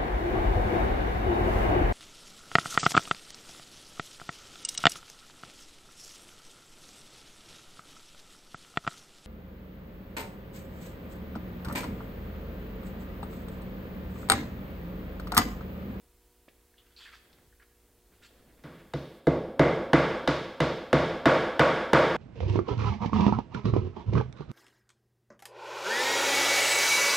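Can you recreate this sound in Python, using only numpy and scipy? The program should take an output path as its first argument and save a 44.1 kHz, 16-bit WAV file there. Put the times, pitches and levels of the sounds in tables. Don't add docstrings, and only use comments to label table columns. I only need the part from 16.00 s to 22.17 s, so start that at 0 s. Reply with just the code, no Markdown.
import sys
import numpy as np
from scipy import signal
from scipy.io import wavfile

SR = 44100
rng = np.random.default_rng(int(sys.argv[2]) if len(sys.argv) > 2 else 0)


def magnitude_from_level(level_db):
    exponent = np.asarray(level_db, float) / 20
    return 10 ** exponent


def wav_out(sig):
    wavfile.write(sys.argv[1], SR, np.round(np.clip(np.atleast_2d(sig).T, -1, 1) * 32767).astype(np.int16))


N = 271920
CUT_S = 3.2


def rms_one(x):
    return x / np.sqrt(np.mean(x ** 2) + 1e-20)


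def at_hz(points, hz):
    table_hz, values = np.array(points).T
    return np.interp(np.log(hz), np.log(table_hz), values)


def ring(clicks, hz, t60):
    r, w = magnitude_from_level(-60 / (t60 * SR)), 2 * np.pi * hz / SR
    return signal.lfilter([0, np.sin(w)], [1, -2 * r * np.cos(w), r * r], clicks + 1e-18)


def resonate(x, hz, width):
    r = np.exp(-np.pi * width / SR)
    feedback = [1, -2 * r * np.cos(2 * np.pi * hz / SR), r * r]
    return signal.lfilter(np.array([1, 0, -1]) * (1 - r * r) / 2, feedback, x)


def swells(starts, holds, levels_db, rise_s, fall_s):
    t = np.arange(N) / SR - np.array(starts)[:, None]
    rise = 1 - np.exp(-np.maximum(t, 0) / rise_s)
    fall = np.exp(-np.maximum(t - np.array(holds)[:, None], 0) / fall_s)
    return magnitude_from_level(np.array(levels_db)) @ (rise * fall)


def add_at(out, start_s, sound):
    i = round(start_s * SR)
    out[..., i:i + sound.shape[-1]] += sound


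# start_s, bench_db, then board_db, dowel_db and crack_db relative to the bench
BLOWS = [(2.637, -24.5, -13, -17, -17.5), (2.936, -27, -3.5, -19, -7.5), (3.269, -16, 0, -22.5, -21.5),
         (3.594, -11.5, 2, -13, -17), (3.932, -12, 2, -7, -10.5), (4.2753, -20.5, .5, -9, -3.5),
         (4.603, -19, 1, -10.5, -6), (4.929, -13, 1.6, -10, -9.5), (5.256, -13, 5, -4, -9),
         (5.594, -12.5, 4, -3, -9), (5.932, -10, 4.5, -3.5, -9)]
PART_HZ = [200, 580, 1500, 4500]


def colour_db(hz):
    return np.array([bench_db + np.interp(np.log(hz), np.log(PART_HZ), [0, *parts_db])
                     for start, bench_db, *parts_db in BLOWS])


# pitch_hz, level_db, t60_s, late_s
WOOD = [(69.5, -17, 0.36, 0.016), (139.3, -4, 0.33, 0.0039), (159, -6, 0.21, 0.0035),
        (267.3, -9.5, 0.2, 0.00788), (295, -1, 0.098, 0.00809), (328.3, 2, 0.076, 0.00894),
        (455, 1, 0.037, 0.003286), (503, 1, 0.057, 0.002864), (646, -2.5, 0.094, 0.002873),
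        (841, -1.5, 0.018, 0.001944), (1107, -7, 0.039, 0.00074), (1450, -7, 0.17, 0.0011),
        (1700, 8, 0.021, 0.00065), (2029, -1, 0.085, 0.001482), (2910, 1.5, 0.0094, 0.0006),
        (3730, 0, 0.018, 0.000922), (4720, -6.5, 0.0096, 0.00107)]


def mallet(spread_db, detune, crack_db, crack_s):
    out, t = np.zeros(N + SR), np.arange(SR // 4) / SR
    knock_db = 6.5 - 0.82 * np.array(BLOWS)[:, 2]
    knock_db[0] -= 18
    share_db = np.array([colour_db(hz) + knock_db for hz, *rest in WOOD]).T
    crack_band = signal.butter(2, [900, 5500], "band", fs=SR, output="sos")
    for (start, bench_db, *rest, over_bench_db), shares in zip(BLOWS, share_db):
        knock = np.zeros(len(t))
        for k, ((hz, level_db, t60, late_s), share) in enumerate(zip(WOOD, shares)):
            strength, grip, late = rng.standard_normal(3)
            click = np.arange(len(t)) == round(late_s * (1 + .25 * abs(late)) * SR)
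            mode = ring(click, hz * (1 + detune * grip), t60)
            knock += (-1) ** k * magnitude_from_level(share + level_db + spread_db * strength) * mode
        splinters = rng.standard_normal(len(t)) * t / crack_s * np.exp(-t / crack_s)
        knock += magnitude_from_level(bench_db + over_bench_db + crack_db) * signal.sosfilt(crack_band, splinters)
        add_at(out, start, knock)
    return out[:N]


def bending_wave():
    from_hz, to_hz, sweep_s, dies_s = 1444, 274, 0.00375, 0.005
    out, t = np.zeros(N + SR), np.arange(SR // 20) / SR
    for start, bench_db, board_db, dowel_db, crack_db in BLOWS[1:]:
        hz = (to_hz + (from_hz - to_hz) * np.exp(-t / sweep_s)) * (1 + .06 * rng.standard_normal())
        sweep = np.sin(2 * np.pi * np.cumsum(hz) / SR) * np.exp(-t / dies_s)
        add_at(out, start, magnitude_from_level(bench_db + 4.5 + 0.83 * crack_db) * sweep)
    return out[:N]


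def head_ring():
    head_hz, width_hz, t60_s = 2070, 170, 0.48
    start, bench_db, board_db = np.transpose(BLOWS)[:3]
    note = rms_one(resonate(resonate(rng.standard_normal(N), head_hz, width_hz), head_hz, 2 * width_hz))
    level_db = -35.5 + 5.4 * (bench_db + 14.5) - 3.6 * np.maximum(board_db, 0)
    return note * swells(start, 0 * start, level_db, rise_s=0.0043, fall_s=t60_s / np.log(1000))


# pitch_hz, delay_s, spread_s, level_db over the board
RETURNS = [(525.3, .055, .016, -6.5), (581, 0.07, 0.0077, -9), (645, 0.093, .02, -11)]


def wall_returns():
    out, t = np.zeros(N + SR), np.arange(SR // 4) / SR
    swell = np.zeros(len(t))
    for hz, delay, spread, level_db in RETURNS:
        bump = np.exp(-.5 * ((t - delay) / spread) ** 2)
        swell += magnitude_from_level(level_db) * bump * np.sin(2 * np.pi * (hz * t + rng.random()))
    for start, bench_db, board_db, dowel_db, crack_db in BLOWS:
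        add_at(out, start, magnitude_from_level(bench_db + board_db + 0.55 * dowel_db) * swell)
    return out[:N]


# pitch_hz, side_db relative to the middle
WIDTH = [(60, -33), (500, -74), (1400, -27), (3000, -18.5), (6000, -2.5), (15000, 1)]


def noise_bands(spectrum, size):
    edges = 18 * 2 ** np.arange(0, 10.1, .5)
    white = rng.standard_normal((2, 2, size))
    for k, (low, high) in enumerate(zip(edges, edges[1:])):
        band_pass = signal.butter(2, [low, high], "band", fs=SR, output="sos")
        mid, side = signal.sosfilt(band_pass, white[k % 2])
        hz = np.sqrt(low * high)
        yield hz, magnitude_from_level(at_hz(spectrum, hz)) * (mid + magnitude_from_level(at_hz(WIDTH, hz)) * side * [[1], [-1]])


# pitch_hz, t60_s
ROOM_T60 = [(60, 1), (160, .5), (420, 0.84), (1100, 0.8031), (2900, 0.8174), (7700, 0.68), (14000, 2)]
# pitch_hz, level_db
ROOM_TONE = [(25, -28), (60, -19.5), (105, -14), (150, -4.5), (210, -2.5), (320, -3), (600, -10),
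             (850, -7.5), (1400, 3.5), (2100, 1), (2700, -3), (3600, -5), (7000, -28), (15000, -67)]
# pitch_hz, width_hz, added_db
ECHO_PEAKS = [(162, 6.7, 5.5), (198.3, 16, -8.5), (342.3, 19, 1), (504.4, 53, -4), (524, 72, 2),
              (647, 118, 7.5), (864, 57, 2), (926, 33, 3.5), (1115, 17, 6), (1430, 50, -13.5),
              (1658, 8.7, 5), (1910, 780, -21), (3570, 430, 1.5), (5160, 620, -1)]


def echo_of_blows(gap_s, turns, same):
    out, t = np.zeros((2, N + SR)), np.arange(SR) / SR
    for hz, band in noise_bands(ROOM_TONE, size=N + SR):
        build_up = 1 - np.exp(-t / (gap_s + turns / hz))
        shape = build_up * magnitude_from_level(-60 * t / at_hz(ROOM_T60, hz)) / np.sqrt(hz)
        for (start, *rest), level_db in zip(BLOWS, colour_db(hz)):
            i = round(start * SR)
            pattern = same * band[:, :SR] + band[:, i:i + SR]
            add_at(out, start, magnitude_from_level(level_db) * shape * pattern)
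    echo = magnitude_from_level(28.5) * out[:, :N]
    return echo + sum(magnitude_from_level(db) * resonate(echo, hz, width) for hz, width, db in ECHO_PEAKS)


# pitch_hz, width_hz, level_db
CARD_TONES = [(1600, 1500, -1.5), (2550, 820, -0.5), (3110, 860, 0.5), (4400, 370, -3.5), (7250, 1100, -8)]
# start_s, hold_s, level_db, brightness_db
STROKES = [
    (0.762, 0.036, -60.5, -5),
    (0.817, .14, -67, -9),
    (0.959, 0.1, -52, 1.5),
    (1.055, 0.12, -54.5, -6.5),
    (1.203, .24, -72, -6),
    (1.6, 0.033, -60, -25),
    (2.093, 0.14, -63.5, -12),
    (2.214, 0.045, -55.5, 2.5),
    (2.267, 0.79, -67, -12),
]


def card_scrape(grit_db, per_s, clump_db):
    starts, holds, stroke_db, bright_db = np.transpose(STROKES)
    dull = swells(starts, holds, stroke_db, rise_s=0.024, fall_s=0.017)
    bright = swells(starts, holds, stroke_db + bright_db, rise_s=0.024, fall_s=0.017)
    s = np.arange(N) / SR
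    sizes = magnitude_from_level(grit_db * np.minimum(rng.exponential(1, N), 5)) * rng.choice([-1, 1], N)
    grit = sizes * (rng.random(N) < per_s / SR)
    tones = []
    for hz, width, level_db in CARD_TONES:
        clump = magnitude_from_level(clump_db * np.interp(s, np.linspace(0, s[-1], 300), rng.standard_normal(300)))
        tones.append(magnitude_from_level(level_db) * clump * rms_one(resonate(resonate(grit, hz, width), hz, width)))
    return dull * magnitude_from_level(-5) * tones[0] + bright * magnitude_from_level(-10) * sum(tones[1:])


# start_s, peak_db, pitch_hz, width_hz, length_s
TICKS = [(0.48, -46, 250, 404, 0.0026), (0.484, -55.5, 2070, 1400, 0.0079), (0.74, -61, 1600, 500, 0.0033),
         (0.78, -58.5, 3200, 500, 0.018), (0.963, -54.5, 4400, 600, 0.037), (1.055, -52, 1700, 400, 0.026),
         (1.146, -61, 4400, 1500, 0.022), (1.328, -60.5, 3400, 1960, 0.012), (1.468, -61, 70, 30, 0.02),
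         (1.523, -61, 1670, 300, 0.0071), (1.597, -57, 1600, 400, 0.014), (1.621, -53, 1600, 796, 0.0051),
         (2.234, -60, 3440, 2150, 0.024)]


def card_ticks():
    out, t = np.zeros(N), np.arange(SR // 5) / SR
    for start, peak_db, hz, width, length in TICKS:
        rasp = rms_one(resonate(resonate(rng.standard_normal(len(t)), hz, width), hz, 2 * width))
        add_at(out, start, magnitude_from_level(peak_db + 1.5) * rasp * (1 - np.exp(-t / 0.001)) * np.exp(-t / length))
    return out


# start_s, hold_s, level_db
SHOVES = [
    (0, 0.038, -67),
    (0.466, .02, -66),
    (0.758, .4, -77.5),
    (1.206, 0.225, -66.5),
    (1.78, 0.21, -73),
    (2.074, 0.061, -67),
    (2.192, 0.025, -63),
    (2.28, 0.59, -64),
]


def form_rub():
    rub = rms_one(ring(rng.standard_normal(N), 330, 0.0031))
    return rub * swells(*np.transpose(SHOVES), rise_s=0.027, fall_s=0.042)


def near_room(x, t60):
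    t = np.arange(SR // 2) / SR
    mid, side = rng.standard_normal((2, len(t))) * magnitude_from_level(-60 * t / t60)
    echo = mid + 0.69 * side * [[1], [-1]]
    return signal.fftconvolve(x[None], echo / np.sqrt(np.sum(mid ** 2)), axes=1)[:, :N]


# pitch_hz, density_db per Hz
AIR = [(15, -43), (30, 5), (56, 6.5), (110, -6), (200, -13.5), (450, -13), (700, -15.5), (1500, -18),
       (5000, -20.5), (7400, -26.5), (12000, -51)]
# pitch_hz, level_db rms
HUM = [(59.2, -76), (242.2, -82), (300.5, -84), (360.7, -78), (419.9, -82), (479.1, -78), (721.4, -87),
       (958.2, -88)]


def background():
    t = np.arange(N) / SR
    air = magnitude_from_level(-67) * rms_one(sum(band for hz, band in noise_bands(AIR, size=N)))
    lines = [np.sqrt(2) * magnitude_from_level(db) * np.sin(2 * np.pi * (hz * t + rng.random())) for hz, db in HUM]
    hum = magnitude_from_level(1.5) * sum(lines)
    high_pass = signal.butter(6, 7000, "high", fs=SR, output="sos")
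    hiss = signal.sosfilt(high_pass, rng.standard_normal(N))
    fade_db = np.where(t < CUT_S, np.interp(t, [2.6, CUT_S], [0, -3]), -12)
    hiss_db = np.where(t < CUT_S, -68, -73.5)
    return magnitude_from_level(fade_db) * (air + hum) + magnitude_from_level(hiss_db) * hiss


def scene():
    blows = magnitude_from_level(-4.5) * mallet(spread_db=1.56, detune=0.0066, crack_db=11.5, crack_s=0.0014)
    echo = echo_of_blows(gap_s=0.00026, turns=7.1, same=2.524)
    driving = blows + bending_wave() + head_ring() + wall_returns() + echo
    card = card_scrape(grit_db=-1.5, per_s=3000, clump_db=5.5) + card_ticks() + form_rub()
    fade_in = np.interp(np.arange(N) / SR, [2.313, CUT_S], [0, 1])
    mix = fade_in * driving + card + magnitude_from_level(-9) * near_room(card, t60=1.0) + background()
    return mix * magnitude_from_level(np.array([[-.27], [.27]]))


def top_cut(x):
    return signal.sosfilt(signal.butter(12, 16790, fs=SR, output="sos"), x)


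def record(dry):
    over_db = np.maximum(20 * np.log10(np.abs(dry).max(axis=0) + 1e-9) + 9, 0)
    release_db = 40 * np.arange(N) / SR
    held_db = np.maximum.accumulate(over_db + release_db) - release_db
    duck_db = signal.lfilter([.03], [1, -.97], held_db)
    limited = .58 * np.tanh(dry * magnitude_from_level(-.6 * duck_db) / .58)
    low_pass = signal.ellip(10, .3, 60, 15900, fs=SR, output="sos")
    return top_cut(signal.sosfilt(low_pass, limited))


dry = scene()
out = record(dry)
wav_out(out)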